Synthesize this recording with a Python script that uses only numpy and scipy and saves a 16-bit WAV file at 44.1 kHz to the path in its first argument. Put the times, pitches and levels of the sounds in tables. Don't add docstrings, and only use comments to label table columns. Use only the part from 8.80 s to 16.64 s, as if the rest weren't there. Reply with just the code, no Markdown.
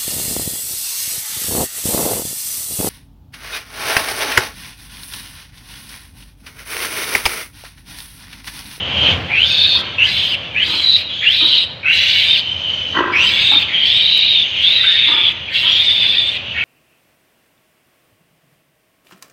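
import sys
import numpy as np
from scipy import signal
from scipy.fft import rfft, irfft, next_fast_len
from scipy.io import wavfile
from scipy.ndimage import uniform_filter1d, minimum_filter1d, map_coordinates

SR = 44100
rng = np.random.default_rng(int(sys.argv[2]) if len(sys.argv) > 2 else 0)


def transcribe(u):
    v = np.clip(np.atleast_2d(u).T, -1, 1)
    q = np.round(v * 32767).astype(np.int16)
    wavfile.write(sys.argv[1], SR, q)


N = 345744

# t/s, length/s, f/Hz at start, middle, end,
# peak level/dB, peak position/share of length, overtone/dB relative to the yelp
YELPS = [(0.505, 0.15, 2330, 2610, 3400, -9, .68, -38), (1.182, 0.078, 2620, 2790, 3100, -6, .7, -41),
         (1.745, 0.099, 2280, 2760, 3300, -10.5, 0.8, -41),
         (2.429, 0.12, 2330, 2950, 4000, -10.5, 0.43, -48),
         (3.029, 0.11, 2440, 2660, 2920, -8.5, 0.56, -43), (4.322, .135, 2200, 2610, 2900, -9.5, .42, -23),
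         (5.797, 0.13, 3000, 3430, 3750, -11, 0.39, -50), (6.671, 0.037, 2520, 2400, 2500, -22.5, .5, -39),
         (7.743, 0.085, 2310, 2100, 2400, -32, .5, -40)]
# t/s, length/s, f/Hz at start, middle, end, level/dB at start, end, nominal width/Hz
THROAT_RINGS = [(0.482, .06, 870, 860, 900, -34, -30, 200),
                (0.563, 0.35, 1490, 1600, 1670, -35.5, -35, 150),
                (0.64, 0.33, 3560, 3630, 3650, -16, -14.5, 230),
                (0.73, 0.24, 4340, 4360, 4330, -23, -21, 80), (0.7, 0.28, 2600, 2580, 2540, -26, -26, 150),
                (1.271, .285, 3130, 3300, 2820, -26, -17, 453),
                (1.281, 0.18, 4080, 3980, 4030, -26, -28, 150),
                (1.851, 0.16, 3260, 3170, 3200, -24, -20, 280),
                (1.927, 0.24, 4150, 4010, 3845, -28, -3, 160),
                (2.544, 0.29, 3730, 3810, 3830, -17, -14.5, 400),
                (2.554, 0.29, 3340, 3110, 2950, -21.5, -18, 450),
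                (3.042, 0.48, 1510, 2030, 2140, -28.5, -31.5, 250),
                (3.127, 0.35, 3990, 3970, 3990, -24, -25.5, 150),
                (3.144, .4, 2830, 2940, 3140, -16.5, -17, 285),
                (3.25, .295, 3450, 3600, 3680, -29, -14.5, 220),
                (3.536, .04, 3730, 3100, 2420, -15, -13.5, 220),
                (4.441, .35, 2960, 3600, 3630, -19, -11.5, 284),
                (4.88, .74, 2160, 2440, 2450, -25.5, -31, 297),
                (4.94, .14, 3200, 3200, 3280, -20, -15, 380),
                (5.078, .555, 3400, 3860, 3500, -15, -13, 240),
                (5.08, .54, 3150, 3050, 3100, -19, -23, 350),
                (5.905, 0.585, 3820, 3600, 3370, -14, -13, 220),
                (6.034, 0.15, 1550, 1730, 1900, -25, -27, 201),
                (6.743, 0.27, 3210, 3290, 3440, -15, -14.5, 610),
                (6.996, 0.5, 3620, 3540, 3560, -13, -13, 160)]
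# t/s, mouth opening time/s, end/s, base shriek level/dB, treble lift/dB,
# upper resonance f/Hz, chest rasp level/dB at start, end
SCREAMS = [(0.48, 0.21, 1.01, -19, 3, 8700, -20.5, -47), (1.175, 0.1, 1.545, -21.5, 5.5, 8400, -23, -37.5),
           (1.735, 0.15, 2.22, -21.5, 5.5, 8250, -27, -28.5),
           (2.411, 0.11, 2.846, -22.5, 3.5, 8100, -20.5, -35),
           (3.042, 0.1, 3.603, -18.5, 3, 8100, -25, -25), (4.31, 0.14, 4.83, -20.5, 5, 7800, -21.5, -23.5),
           (4.882, 0.18, 5.631, -24, 1.5, 7960, -28, -44.5), (5.786, 0.04, 6.52, -28, 5, 8000, -27, -19),
           (6.69, 0.05, 7.57, -25, 5, 8100, -28.5, -25.5), (7.734, 0.13, 8.1, -32, 1, 8000, -21.5, -24)]
# f/Hz, relative level/dB
MOUTH_SPECTRUM = [(2400, -32.5), (3300, 7), (4400, -1), (4900, -5.5), (5400, -17.5), (6300, -23.5),
                  (7200, -34), (9300, -37), (10300, -41), (11500, -36.5), (12300, -41.5), (13500, -36),
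                  (15500, -46)]
RASP_SPECTRUM = [(1000, -61), (1550, -8.5), (1950, -2.5), (2500, 8), (3300, 4), (4000, -21), (5000, -54.5)]
# delay/s, level/dB relative to the direct sound
FLOOR_ECHOES = [(.0058, -7.5)]
# t/s, length/s, throat ring f/Hz, width/Hz, level/dB at start, end
LITTER_CALLS = [(0, 0.32, 3095, 333, -29, -11), (2.289, 0.19, 3290, 303, -29.5, -19),
                (3.587, 0.61, 3054, 69.4, -23.5, -20), (4.792, 0.21, 3170, 199, -24, -26.5),
                (5.665, 0.12, 3080, 201, -29.5, -18.5)]
# t/s, level/dB
CROWD_LEVELS = [(0, -37), (1.1, -29.5), (2.3, -34), (2.9, -47), (3.0, -56), (3.6, -36), (5.9, -20),
                (6.66, -30), (7.84, -28)]
# t/s, breath level/dB, attack/s, decay time/s, tilt from snout to nose/dB, resonance f/ratio
BARKS = [(0.943, -36.5, 0.0055, 0.1, -5, 0.95), (1.872, -35.5, 0.012, 0.081, -1.5, 0.88),
         (2.6, -35, 0.012, 0.062, 0, 0.9), (4.13, -28.5, 0.0096, 0.037, -2, 0.96),
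         (4.155, -20.5, 0.0047, 0.09, -3, 0.95), (4.708, -31, 0.0072, 0.024, -3.5, 0.813),
         (6.262, -30.5, 0.038, 0.058, -3, 0.86), (6.815, -39.5, 0.027, 0.055, -4, .93)]
# f/Hz, width/Hz, relative level/dB
SNOUT_MODES = [(1058, 64, -2), (1415, 80, -3), (1660, 65, -2), (2046, 83, -3.5)]
NOSE_MODES = [(358.5, 58, 8.5), (600, 97, -1.5)]
# t/s, peak level/dB
TICKS = [(5.3777, -10)]
# t/s, level/dB
FAN_LEVELS_AFTER_GAIN = [(0, -33), (.29, -22.5), (.6, -36.5), (1.5, -36.5), (2.4, -42.5), (4.6, -36),
                         (5.4, -41), (6.4, -41.5), (7.84, -39)]
# f/Hz, relative level/dB
RUMBLE_SPECTRUM = [(20, -54.5), (40, -37.5), (58, -9.5), (78, 4), (110, 0.5), (200, -7.5), (320, -54.5)]
AIR_SPECTRUM = [(100, -29.5), (200, -0.5), (400, -6.5), (550, -1), (800, -6), (1300, -8.5), (2500, -6),
                (4500, -19.5), (7000, -37.5), (15000, -74)]
# f/Hz, time to fall 60 dB/s
BARN_DECAY = [(300, 0.85), (1500, 1.14), (4000, 0.81), (8000, 0.37)]

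YELP_WIDTH_HZ, YELP_RISE_DB, YELP_FALL_DB = 221, 10.5, 7.5
OVERTONE_RATIO, OVERTONE_WIDTH_HZ = 2.15, 900
BREATHY_WIDTH_HZ = 380
BEAD_HZ, BEAD_DEPTH = 125, .7
WAVER_SHARE, EDGE_S = 0.3055, 0.0066
UPPER_WIDTH_HZ, UPPER_LIFT_DB = 530, 9
SHUT_DB, TIRING_DB, RASP_SWELL_S, RELEASE_DB_PER_S = 24, 5.5, 0.035, 1300
CROWD_HZ, CROWD_WIDTH_HZ, CALL_FADE_DB_PER_S = 3057, 550, 348
BARK_HOLD_S = 0.039
AIR_DB, AIR_FOLLOWS = 2.5, 0.82
LIMITER_CEILING, TOP_HZ = .9, 15500
FRAME = dict(fs=SR, nperseg=512, noverlap=384)


def piglet():
    return (whistle()
            + tract(larynx(flap_hz=160, depth=0.26), throat)
            + tract(larynx(flap_hz=150, depth=0.19), scream))


def glides(t):
    arc = lambda hz, done: np.polyval(np.polyfit([0, .5, 1], hz, deg=2), done)
    for start, length, *arc_hz, peak_db, peak_at, overtone_db in YELPS:
        now, done = stage(t, start, length)
        db = peak_db - np.interp(done, [0, peak_at, 1], [YELP_RISE_DB, 0, YELP_FALL_DB])
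        yield now, arc(arc_hz, done), db, YELP_WIDTH_HZ, overtone_db
    for start, length, *arc_hz, first_db, last_db, width_hz in THROAT_RINGS:
        now, done = stage(t, start, length)
        yield now, arc(arc_hz, done), first_db + (last_db - first_db) * done, width_hz, None


def tone_share(width_hz):
    return np.clip(1 - width_hz / BREATHY_WIDTH_HZ, 0, .8)


def whistle():
    x, waver = np.zeros(N), unit(wobble(70))
    beat = np.cos(phase(BEAD_HZ * (1 + .2 * wobble(25))))
    beads = unit((1 + BEAD_DEPTH * beat) * amp(2.7 * wobble(60)))
    for k, (now, hz, db, width_hz, _) in enumerate(glides(np.arange(N) / SR)):
        count = np.arange(now.sum())
        edges = np.minimum(1, np.minimum(count, count[::-1]) / (EDGE_S * SR))
        pitch = hz + WAVER_SHARE * width_hz * np.roll(waver, k * SR // 7)[now]
        x[now] += np.sqrt(2 * tone_share(width_hz)) * amp(db) * edges * beads[now] * np.sin(phase(pitch))
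    return x


def larynx(flap_hz, depth):
    flapping = np.cos(phase(flap_hz * (1 + .25 * wobble(30))))
    return rng.standard_normal(N) * (1 + depth * flapping) * amp(0.46 * wobble(14))


def tract(breath, shape):
    hz, t, spectrum = signal.stft(unit(breath), **FRAME)
    return signal.istft(spectrum * shape(hz[:, None], t), **FRAME)[1][:N]


def throat(hz, t):
    power = np.zeros((len(hz), len(t)))
    for now, ring_hz, db, width_hz, overtone_db in glides(t):
        width = width_hz * amp(0.02 * (db + 17.5))
        resonance = ring(hz, ring_hz, width, steep=0.79)
        power[:, now] += (1 - tone_share(width_hz)) * (amp(db) * resonance) ** 2
        if overtone_db is not None:
            overtone = ring(hz, OVERTONE_RATIO * ring_hz, OVERTONE_WIDTH_HZ, steep=1.4)
            power[:, now] += (amp(db + overtone_db) * overtone) ** 2
    return np.sqrt(power) * flicker(power.shape, depth_db=3.0)


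def scream(hz, t):
    power = np.zeros((len(hz), len(t)))
    for start, opening_s, end, shriek_db, lift_db, upper_hz, first_db, last_db in SCREAMS:
        length = end - start
        now = (t > start) & (t < end + 60 / RELEASE_DB_PER_S)
        age = t[now] - start
        done = np.minimum(age / length, 1)
        shut = np.clip(1 - age / opening_s, 0, 1)
        swept_hz = hz * (1 + 0.15 * shut)
        mouth = band_shape(MOUTH_SPECTRUM, swept_hz)
        shriek = amp(shriek_db - SHUT_DB * shut - TIRING_DB * done ** 2 + lift_db * (hz > 6500)) * mouth
        shriek *= amp(UPPER_LIFT_DB / (1 + (2 * (swept_hz - upper_hz) / UPPER_WIDTH_HZ) ** 2))
        chest = band_shape(RASP_SPECTRUM, hz / (0.84 + 0.23 * done))
        rasp = amp(first_db + (last_db - first_db) * done) * chest * np.minimum(1, age / RASP_SWELL_S)
        release = amp(-RELEASE_DB_PER_S * np.maximum(age - length, 0))
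        power[:, now] += (shriek ** 2 + rasp ** 2) * release ** 2
    return np.sqrt(power) * flicker(power.shape, depth_db=5.0)


def ring(hz, centre_hz, width_hz, steep):
    ratio = (hz + 1) / centre_hz
    skirt = (1 + (ratio / 1.19) ** 8) * (1 + (0.64 / ratio) ** 6)
    peak = (1 + (2 * (hz - centre_hz) / width_hz) ** 2) ** -steep
    return unit(peak / skirt, axis=0)


def flicker(shape, depth_db):
    bands = uniform_filter1d(rng.standard_normal(shape), size=40, axis=1)
    flutter = uniform_filter1d(rng.standard_normal(shape), size=12, axis=1)
    patches = uniform_filter1d(flutter, size=25, axis=0)
    return amp(depth_db * (unit(bands) + 0.45 * unit(patches)))


def floor_bounce(x):
    echo = lambda hz: sum(amp(db) * np.exp(-2j * np.pi * hz * delay) for delay, db in FLOOR_ECHOES)
    return filtered(x, lambda hz: unit(1 + echo(hz)))


def litter():
    def throats(hz, t):
        rasp = amp(-18) * band_shape(RASP_SPECTRUM, hz)
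        shriek = amp(-16.5) * band_shape(MOUTH_SPECTRUM, hz)

        def voice_power(ring_hz, width_hz, octave_db):
            octave = amp(octave_db) * ring(hz, 2 * ring_hz, width_hz=640, steep=0.6)
            return ring(hz, ring_hz, width_hz, steep=0.58) ** 2 + octave ** 2 + rasp ** 2 + shriek ** 2

        power = amp(2 * level_at(CROWD_LEVELS, t)) * voice_power(CROWD_HZ, CROWD_WIDTH_HZ, octave_db=-31)
        for start, length, ring_hz, width_hz, first_db, last_db in LITTER_CALLS:
            end = start + length
            now = (t >= start) & (t < end + 60 / CALL_FADE_DB_PER_S)
            db = np.interp(t[now], [start, end, end + 1], [first_db, last_db, last_db - CALL_FADE_DB_PER_S])
            power[:, now] += amp(2 * db) * voice_power(ring_hz, width_hz, octave_db=-31.5)
        return np.sqrt(power) * flicker(power.shape, depth_db=3.2)
    return tract(larynx(flap_hz=40, depth=0.05), throats)


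def sow():
    t, x = np.arange(N) / SR, np.zeros(N)
    breath = larynx(flap_hz=55, depth=0.7)
    for start, db, attack, decay, nasal_db, tuning in BARKS:
        rise = np.clip((t - start) / attack, 0, 1)
        fall = np.exp(-np.clip(t - start - attack - BARK_HOLD_S, 0, 5) / decay)
        airways = lambda hz: (amp(-nasal_db) * cavity(SNOUT_MODES, hz / tuning)
                              + amp(nasal_db) * cavity(NOSE_MODES, hz / tuning))
        x += filtered(amp(db) * rise * fall * breath, airways)
    return x


def cavity(modes, hz):
    peaks = sum((-1) ** k * amp(db) * 1j * hz * width / (centre ** 2 - hz ** 2 + 1j * hz * width)
                for k, (centre, width, db) in enumerate(modes))
    return unit(peaks / (1 + 1j * hz / 2500) ** 4)


def tick():
    x = np.zeros(N)
    for start, db in TICKS:
        x[round(start * SR)] = amp(db)
    return x


def fans():
    db = level_at(FAN_LEVELS_AFTER_GAIN, np.arange(N) / SR)
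    air_db = db.mean() + AIR_DB + AIR_FOLLOWS * (db - db.mean())
    rumble = unit(filtered(rng.standard_normal(N), lambda hz: band_shape(RUMBLE_SPECTRUM, hz)))
    air = unit(filtered(rng.standard_normal(N), lambda hz: band_shape(AIR_SPECTRUM, hz)))
    return amp(db + 0.75 * wobble(8.2)) * rumble + amp(air_db + 0.57 * wobble(6.9)) * air


def barn(x):
    hz, t, noise = signal.stft(rng.standard_normal(SR), SR, nperseg=256)
    decay = amp(-60 * t / along(BARN_DECAY, hz)[:, None])
    tail = signal.istft(noise * decay, SR, nperseg=256)[1]
    return signal.fftconvolve(np.pad(x, (600, 0)), tail / np.linalg.norm(tail))[:N]


def amp(db):
    return 10 ** (np.asarray(db) / 20)


def unit(x, axis=None):
    return x / np.sqrt(np.mean(np.abs(x) ** 2, axis=axis, keepdims=True) + 1e-20)


def phase(hz):
    return 2 * np.pi * np.cumsum(hz) / SR


def along(points, hz):
    knots_hz, values = np.transpose(points)
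    return np.interp(np.log(hz + 1), np.log(knots_hz + 1), values)


def band_shape(spectrum, hz):
    return unit(amp(along(spectrum, hz)), axis=0)


def level_at(points, t):
    return np.interp(t, *np.transpose(points))


def stage(t, start, length):
    now = (t >= start) & (t <= start + length)
    return now, (t[now] - start) / length


def wobble(rate):
    return map_coordinates(rng.standard_normal(int(N * rate / SR) + 4), [np.arange(N) * rate / SR])


def filtered(x, response):
    size = next_fast_len(N + SR)
    return irfft(rfft(x, size) * response(np.fft.rfftfreq(size, 1 / SR)), size)[:N]


def scene():
    squeals, barks = floor_bounce(piglet()), sow()
    walls = barn(amp(-15.5) * squeals + amp(-8.5) * barks)
    return (squeals + barks + walls + litter() + fans() + tick())[None]


def record(dry):
    needed = np.minimum(1, LIMITER_CEILING / (np.abs(dry[0]) + 1e-9))
    gain = uniform_filter1d(minimum_filter1d(needed, size=151), size=151)
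    return filtered(gain * dry[0], lambda hz: hz < TOP_HZ)[None]


dry = scene()
out = record(dry)
transcribe(out)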